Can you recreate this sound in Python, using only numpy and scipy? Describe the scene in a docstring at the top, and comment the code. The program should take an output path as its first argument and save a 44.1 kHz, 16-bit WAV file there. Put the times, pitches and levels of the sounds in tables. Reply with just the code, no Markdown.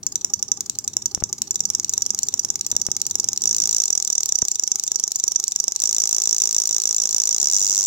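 """Eight relays on a workbench board, close stereo microphone, small room: a slow stepping is already under way.
Each relay pulls in with its own bright click and lets go softly half a step later, its spring ringing.
The pace quickens and eases between rounds while a few knocks hit the microphone; the low rumble drops near
halfway, and the board ends in a fast, even rattle. Clicks are struck modes and noise cracks, on the board's
thump; the room answers with hiss, and the rumble is shaped noise with a wavering hum."""
import sys
import numpy as np
from scipy import signal
from scipy.fft import rfft, irfft, next_fast_len
from scipy.io import wavfile

SR = 44100
rng = np.random.default_rng(int(sys.argv[2]) if len(sys.argv) > 2 else 0)


def store_wav(level_fs):
    """Save 16-bit WAV to argv[1]."""
    pcm = np.round(np.clip(np.atleast_2d(level_fs), -1, 1) * 32767)
    wavfile.write(sys.argv[1], SR, pcm.T.astype(np.int16))


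N = 346626

# Modes of each relay's armature, yoke and cover, before the stop chokes them and the ports colour them.
# Each row: frequency in Hz, time to fall 60 dB in seconds, left level in dB, right level in dB.
RELAY_1 = [(4540, 0.0031, -35, -10), (5240, 0.054, -18, -16.5), (5300, 0.03, -40, -42),
           (5780, 0.074, -19, -18.5), (6000, 0.0036, -19, -7.5), (6800, 0.018, -1, -4.5),
           (6920, 0.0075, -27, -19), (7500, 0.0089, -31, -2), (7800, 0.0024, -17.5, -31)]
RELAY_2 = [(3880, 0.0038, -1.5, -7), (4870, 0.023, -33, -19), (5730, 0.0069, -19, -5.5),
           (6045, 0.037, -42, -9), (6300, 0.0089, -10.5, -35), (7150, 0.009, -3, -6.5),
           (7090, 0.011, -6.5, -9), (7500, 0.0077, -6, -10.5), (8440, 0.017, -40.0, -40)]
RELAY_3 = [(3760, 0.0077, -4, -16), (5670, 0.011, -38, -26), (5516, 0.0077, -20.1, -1.5),
           (5816, 0.006, -42, 2.5), (6800, 0.0066, -20, -1.5), (7010, 0.0051, 4.5, -18),
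           (7120, 0.016, -17, -17), (7800, 0.01, -20, -25), (8340, 0.011, -27, -32)]
RELAY_4 = [(4500, 0.01, -7, -9.5), (5480, 0.0087, -14.5, -5.5), (5750, 0.026, -32, -16),
           (5974, 0.039, -38, -1.5), (6050, 0.021, -40.0, -4.5), (6840, 0.0077, -1.5, -28),
           (7270, 0.0041, -24, -2), (7730, 0.008, -39, -5.5), (8680, 0.003, -11, -17)]
RELAY_5 = [(4440, 0.0016, -2.5, -3.5), (5380, 0.0087, -41, -6.5), (5685, 0.01, -12, 0),
           (5770, 0.02, -30, -4.5), (6330, 0.0058, 1, -2), (7600, 0.01, -11.5, -8),
           (7000, 0.015, -16.5, -16), (8700, 0.0085, -16, -6), (8670, 0.048, -29, -15.5)]
RELAY_6 = [(3560, 0.078, -42, -24.5), (5274, 0.019, -18, -5), (5260, 0.0061, -36, -3),
           (5961, 0.024, -43, -1.6), (6630, 0.016, -11, -9.5), (6750, 0.0056, 3.5, -14),
           (7120, 0.018, -15.5, -15), (7330, 0.005, -5.5, -27), (8660, 0.035, -27, -34)]
RELAY_7 = [(3950, 0.033, -18, -49), (5140, 0.0035, -3, -5), (5380, 0.013, -28, -22),
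           (5770, 0.013, -18, -12.5), (6160, 0.046, -14, -17), (6510, 0.0057, 0.5, -17),
           (6930, 0.012, -22, -9), (7680, 0.0076, -32, -5), (7800, 0.0068, -13, -4.5)]
RELAY_8 = [(4290, 0.0038, -0.5, -4.5), (5000, 0.0046, -32, -10), (5540, 0.0093, -12, -12),
           (5897, 0.016, -33, -3), (6250, 0.0053, -2.5, -25), (7030, 0.012, -11, -29),
           (7400, 0.022, -18, -14), (7580, 0.01, -7, -29), (8900, 0.014, -13, -30)]
RELAY_MODES = [RELAY_1, RELAY_2, RELAY_3, RELAY_4, RELAY_5, RELAY_6, RELAY_7, RELAY_8]
# Action of each relay along the board, levels relative.
# Each row: repeat delay in seconds, repeat level in dB, crack level in dB, board thump level in dB,
# crack tilt in dB per octave, drop-out delay in seconds, drop-out level in dB, spring level in dB.
RELAY_ACTIONS = [(.000671, -4.5, 5, -12, 2, 0.012, -12, 0.5), (.001934, -10, 4.5, -9, 0, .0134, -17, -3),
                 (.001898, -12, 5.5, 2.5, -1, .0095, -17, 0),
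                 (.001915, -10.5, 5, -6, 1.4, .0125, -18.5, 1.5),
                 (.000626, -36, 6, -13, -1, .0130, -18, 0.5),
                 (.001242, -4.5, 2.5, 0.5, -.5, .0113, -20.5, 4.5),
                 (.001905, -12, 4.5, -7, 0, .0108, -13, -2),
                 (.000744, -9.5, 4.5, -10, 0.5, 0.012, -17.5, 0)]
# Return spring of a freed armature, before each relay's own spring level.
# Each row: frequency in Hz, time to fall 60 dB in seconds, level in dB.
SPRING_MODES = [(390.4, 0.14, -52), (822, 0.16, -53), (1202, 0.069, -55.5)]
# Spectrum of the contact crack at the two ports, levels relative.
# Each row: frequency in Hz, left level in dB per Hz, right level in dB per Hz.
CRACK_SPECTRUM = [(100, -24, -11), (600, -15.5, -8.5), (1210, -7, -7), (1720, -17.5, -12),
                  (3130, -11.5, -8.5), (3630, -5, -0.5), (6000, -5.5, -1), (8060, -0.5, -0.5),
                  (10320, -9, -11), (11500, -3.5, -4.5), (13300, -5, -6), (16000, 1.5, -14),
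                  (15800, -14, -19)]
# Colour of the room's answer. Each row: frequency in Hz, relative level in dB.
ROOM_COLOUR = [(150, -8), (1000, 5), (3000, 4.5), (5000, -1.5), (7000, -3.5), (9000, -1), (15000, -5.5)]
# Knocks on the microphone housing. Each row: start in seconds, peak level at the left port in dB.
KNOCKS = [(1.1763, -20), (1.2230, -23.5), (1.2244, -13), (1.2390, -31), (2.728, -24), (2.75, -24),
          (2.8867, -17.5), (4.4259, -15)]
# Spectrum of the room rumble. Each row: frequency in Hz, relative level in dB per Hz.
RUMBLE_SPECTRUM = [(20, -26), (50, -9.5), (100, 0.5), (140, -1), (200, -1), (280, -3.5), (380, -5),
                   (550, -17.5), (1000, -20.5), (2500, -30.5), (16000, -31.5)]
# Wavering hum within the rumble. Each row: frequency in Hz, level in dB relative to the rumble setting.
HUM_LINES = [(100, -8.5), (198, -8.5)]
# Stepping programme: each relay in turn is on for one dwell, then all rest for one.
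# Each row: rounds of the board, dwell in seconds (before the controller's overhead).
PACES = [(3, .045), (1, .024), (1, .021), (1, .027), (1, .025), (1, .022), (3, .009), (1, .012), (1, .013),
         (1, .016), (4, .020), (11, .009), (1, .007), (5, .005)]

# the first round is already under way; the controller needs a moment of its own for every step
FIRST_STEP_S, STEP_OVERHEAD_S = -.65545, .000171
# a relay repeats its blow closely: spread of the board thump (dB) and of the spring's pitch (share)
THUMP_SPREAD_DB, SPRING_DETUNE = 1.0, .011
# the rumble holds its level, then falls once to a quieter one
RUMBLE_LOUD_DB, RUMBLE_QUIET_DB, RUMBLE_FALL_AT_S, RUMBLE_FALL_S = -50.5, -62, 3.68, 0.12
CUTOFF_HZ = 17000
CLICK_T = np.arange(SR // 8) / SR  # time within one click, s


def relays(chatter_s, pull_sag_db, drop_sag_db, thump_sag_db):
    """The relays take turns, each powered for half a step; every doubling of speed weakens the blows."""
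    on, off = switching()
    doublings = np.log2(0.023 / (off - on))  # relative to a 23 ms dwell
    thump = board_thump()
    out = np.zeros((2, N))
    for k, (modes, action) in enumerate(zip(RELAY_MODES, RELAY_ACTIONS)):
        shapes = mode_shapes(modes, left_lag=.00008)
        tilt_db, drop_s, drop_db, spring_db = action[4:]
        cracks = crack_variants(tilt_db, t60=0.017, change=0.53, count=6)
        for turn in range(k, len(on), len(RELAY_ACTIONS)):
            own_crack = rng.choice(cracks)
            pull_db = rng.normal(0, 0.71) - pull_sag_db * doublings[turn]
            jolt = from_db(-thump_sag_db * doublings[turn]) * thump
            add(out, from_db(pull_db) * pull_in(shapes, action, own_crack, jolt), on[turn])

            drop_sag = drop_sag_db * doublings[turn]
            release = drop_out(shapes, own_crack, chatter_s, chatter_db=-6.0, count=6)
            add(out, from_db(drop_db - drop_sag) * release, off[turn] + drop_s - chatter_s)
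            twang = spring(SPRING_DETUNE) * from_db([[1], [-2]])
            twang_db = spring_db + rng.normal(0, 2.4) - drop_sag
            add(out, from_db(twang_db) * twang, off[turn] + drop_s)
    return out


def switching():
    """Times at which the coils are switched on and off: a step lasts two dwells and the overhead."""
    rounds, dwell_s = np.transpose(PACES)
    step_s = np.repeat(2 * dwell_s + STEP_OVERHEAD_S, rounds.astype(int) * len(RELAY_ACTIONS))
    on = FIRST_STEP_S + np.cumsum(step_s) - step_s
    return on, on + step_s / 2


def pull_in(shapes, action, own_crack, thump):
    """The armature slams home and jolts the board.

    A second, mostly weaker copy of the blow follows within 2 ms, in several relays probably an echo
    off the table."""
    repeat_s, repeat_db, crack_db, thump_db = action[:4]
    click = from_db(crack_db + rng.normal(0, 1.44)) * own_crack
    click = click + from_db(thump_db + rng.normal(0, THUMP_SPREAD_DB)) * thump
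    add(click, strike(shapes, spread_db=0.28), 0)
    repeat = from_db(repeat_db + rng.normal(0, 2.6)) * strike(shapes, spread_db=2.0)
    add(click, repeat, repeat_s + rng.normal(0, .000012))
    return click


def drop_out(shapes, own_crack, chatter_s, chatter_db, count):
    """The freed armature rattles on its back contact; soft touches favour the early-listed, mostly lower modes."""
    click = np.zeros_like(own_crack)
    soft = shapes * from_db(np.linspace(3, -5, len(shapes)))[:, None, None]
    soft = soft * from_db(-60 * CLICK_T[:soft.shape[-1]] / 0.023)  # the resting contact damps the ring
    add(click, from_db(5.5) * own_crack, chatter_s)
    add(click, from_db(-5) * strike(soft, spread_db=3.0), chatter_s)
    # light touches scatter on both sides of the main one
    for touch in 2 * chatter_s * (np.arange(count) + rng.random(count)) / count:
        add(click, from_db(chatter_db) * strike(soft, spread_db=5.0), touch)
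    return click


def spring(detune):
    """The return spring twangs, each mode at a slightly different pitch every time."""
    return sum(from_db(db) * ring(hz * (1 + detune * rng.standard_normal()), t60)
               for hz, t60, db in SPRING_MODES)


def strike(shapes, spread_db):
    """One blow: every mode takes a strength of its own."""
    strengths = from_db(rng.normal(0, spread_db, len(shapes)))
    return np.tensordot(strengths, shapes, 1)


def mode_shapes(modes, left_lag):
    """Each mode as heard through two microphone ports that have their own resonances."""
    # the armature settles against its stop and chokes the ring
    damping = np.exp(-(CLICK_T / .011) ** 2)
    shapes = []
    for k, (hz, t60, left_db, right_db) in enumerate(modes):
        sign = (-1) ** k
        left = resonance(damping * ring(hz, t60, left_lag), 7200, 1000)
        right = resonance(damping * ring(hz, t60), 5730, 1440)
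        shapes.append([sign * from_db(left_db) * left, sign * from_db(right_db) * right])
    return np.array(shapes)[..., :SR // 40]


def crack_variants(tilt_db, t60, change, count):
    """Dense, quickly dying modes of contacts and board: one relay's own pattern, varied a little each time."""
    hz, left_db, right_db = np.transpose(CRACK_SPECTRUM)
    slope_db = tilt_db * np.log2(np.maximum(hz, 2000) / 6500)
    fade = (1 - np.exp(-CLICK_T / 0.00021)) * from_db(-23.5 - 60 * CLICK_T / t60)
    pattern = rng.standard_normal((2, 1, len(CLICK_T)))
    white = pattern + change * rng.standard_normal((2, count, len(CLICK_T)))
    left = coloured(white[0], np.c_[hz, left_db + slope_db])
    right = coloured(white[1], np.c_[hz, right_db + slope_db])
    return fade * np.stack([left, right], axis=1)


def board_thump():
    """The jolted board pushes the air at each port, and the bench below it booms."""
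    left, right = from_db(-24.5) * push(320, 706, 1020), from_db(-39.0) * push(160, 410, 730)
    # a small board radiates no deep bass
    high_pass = signal.butter(2, 55, "high", fs=SR, output="sos")
    return signal.sosfilt(high_pass, -np.array([left, right])) + bench(hz=100, t60=0.15, level_db=-58.5)


def bench(hz, t60, level_db):
    """The bench top booms faintly under each jolt, as one decaying mode."""
    return from_db(level_db) * ring(hz, t60) * from_db([[0], [-4]])


def room(x, wet_db, t60, echo_db):
    """A diffuse tail of decaying noise reaches both ports, with two smeared echoes from near surfaces."""
    t = np.arange(SR // 2) / SR
    tail = np.clip((t - .003) / 0.0009, 0, 1) * from_db(wet_db - 60 * t / t60)
    echoes = sum(from_db(echo_db) * np.exp(-((t - delay) / 0.00046) ** 2) for delay in (.0112, .0218))
    answer = coloured(rng.standard_normal((2, len(t))), ROOM_COLOUR) * (tail + echoes)
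    crossed = x + 0.36 * x[::-1]  # each side also excites the other
    return signal.fftconvolve(crossed, answer, axes=1)[:, :N]


def bumps():
    """The holding hand knocks the housing, near the left port: each knock is a low pressure pulse."""
    out = np.zeros((2, N))
    knock = push(68, 155, 1850) * from_db([[0], [-14]])
    for s, db in KNOCKS:
        add(out, from_db(db) * knock, s)
    return out


def rumble():
    """Low room noise, partly shared by the ports, with a wavering hum; both drop near halfway."""
    air = 0.97 * noise(RUMBLE_SPECTRUM, N)
    air = air + 0.5 * np.array([noise(RUMBLE_SPECTRUM, N), noise(RUMBLE_SPECTRUM, N)])
    for hz, hum_db in HUM_LINES:
        # narrow-band noise wavers as a hum does
        line = resonance(resonance(rng.standard_normal(N), hz, 24), hz, 24)
        air = air + from_db(hum_db) * line / line.std()
    fallen = np.clip((np.arange(N) / SR - RUMBLE_FALL_AT_S) / RUMBLE_FALL_S, 0, 1)
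    level_db = RUMBLE_LOUD_DB + fallen * (RUMBLE_QUIET_DB - RUMBLE_LOUD_DB)
    return air * from_db(level_db) * from_db([[1], [-4]])


def ring(hz, t60, delay=0):
    """A mode struck after a delay: a sine falling 60 dB in t60 seconds."""
    t = np.maximum(CLICK_T - delay, 0)
    return np.sin(2 * np.pi * hz * t) * from_db(-60 * t / t60)


def push(hz, width_hz, soft_hz):
    """A pressure pulse of height 1 with a slow swing back: a softened, heavily damped resonance."""
    impulse = 1. * (CLICK_T == 0)
    low_pass = signal.butter(2, soft_hz, fs=SR, output="sos")
    pulse = signal.sosfilt(low_pass, resonance(impulse, hz, width_hz))
    return pulse / pulse.max()


def resonance(x, hz, width_hz):
    """Two-pole band-pass with a gain of about 1 on top."""
    r = np.exp(-np.pi * width_hz / SR)
    feed_forward = (1 - r * r) / 2 * np.array([1, 0, -1])
    feedback = [1, -2 * r * np.cos(2 * np.pi * hz / SR), r * r]
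    return signal.lfilter(feed_forward, feedback, x)


def noise(spectrum, size):
    """Coloured noise of rms 1."""
    x = coloured(rng.standard_normal(size), spectrum)
    return x / x.std()


def coloured(x, spectrum):
    """Shape a sound by (Hz, dB) points, joined along log frequency."""
    hz, db = np.transpose(spectrum)
    size = next_fast_len(2 * x.shape[-1])
    log_hz = np.log(np.maximum(np.arange(size // 2 + 1) * SR / size, 1))
    gain = from_db(np.interp(log_hz, np.log(hz), db))
    return irfft(rfft(x, size) * gain, size)[..., :x.shape[-1]]


def from_db(db):
    """Decibels to gain."""
    return 10 ** (np.asarray(db) / 20)


def add(out, sound, at_s):
    """Mix a stereo sound in at a time; whatever lies outside is cut off."""
    at = round(at_s * SR)
    sound = sound[:, max(-at, 0):]
    part = out[:, max(at, 0):][:, :sound.shape[-1]]
    part += sound[:, :part.shape[-1]]


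def scene():
    """The board in its room, with handling and rumble."""
    board = relays(chatter_s=.0038, pull_sag_db=0.6, drop_sag_db=2.2, thump_sag_db=0.27)
    return board + room(board, wet_db=-45.5, t60=0.33, echo_db=-47.5) + bumps() + rumble()


def record(dry):
    """Full scale clips the peaks, then a steep low-pass cuts the top."""
    low_pass = signal.cheby2(14, 60, CUTOFF_HZ, fs=SR, output="sos")
    return signal.sosfilt(low_pass, np.clip(dry, -1, 1))


dry = scene()
out = record(dry)
store_wav(out)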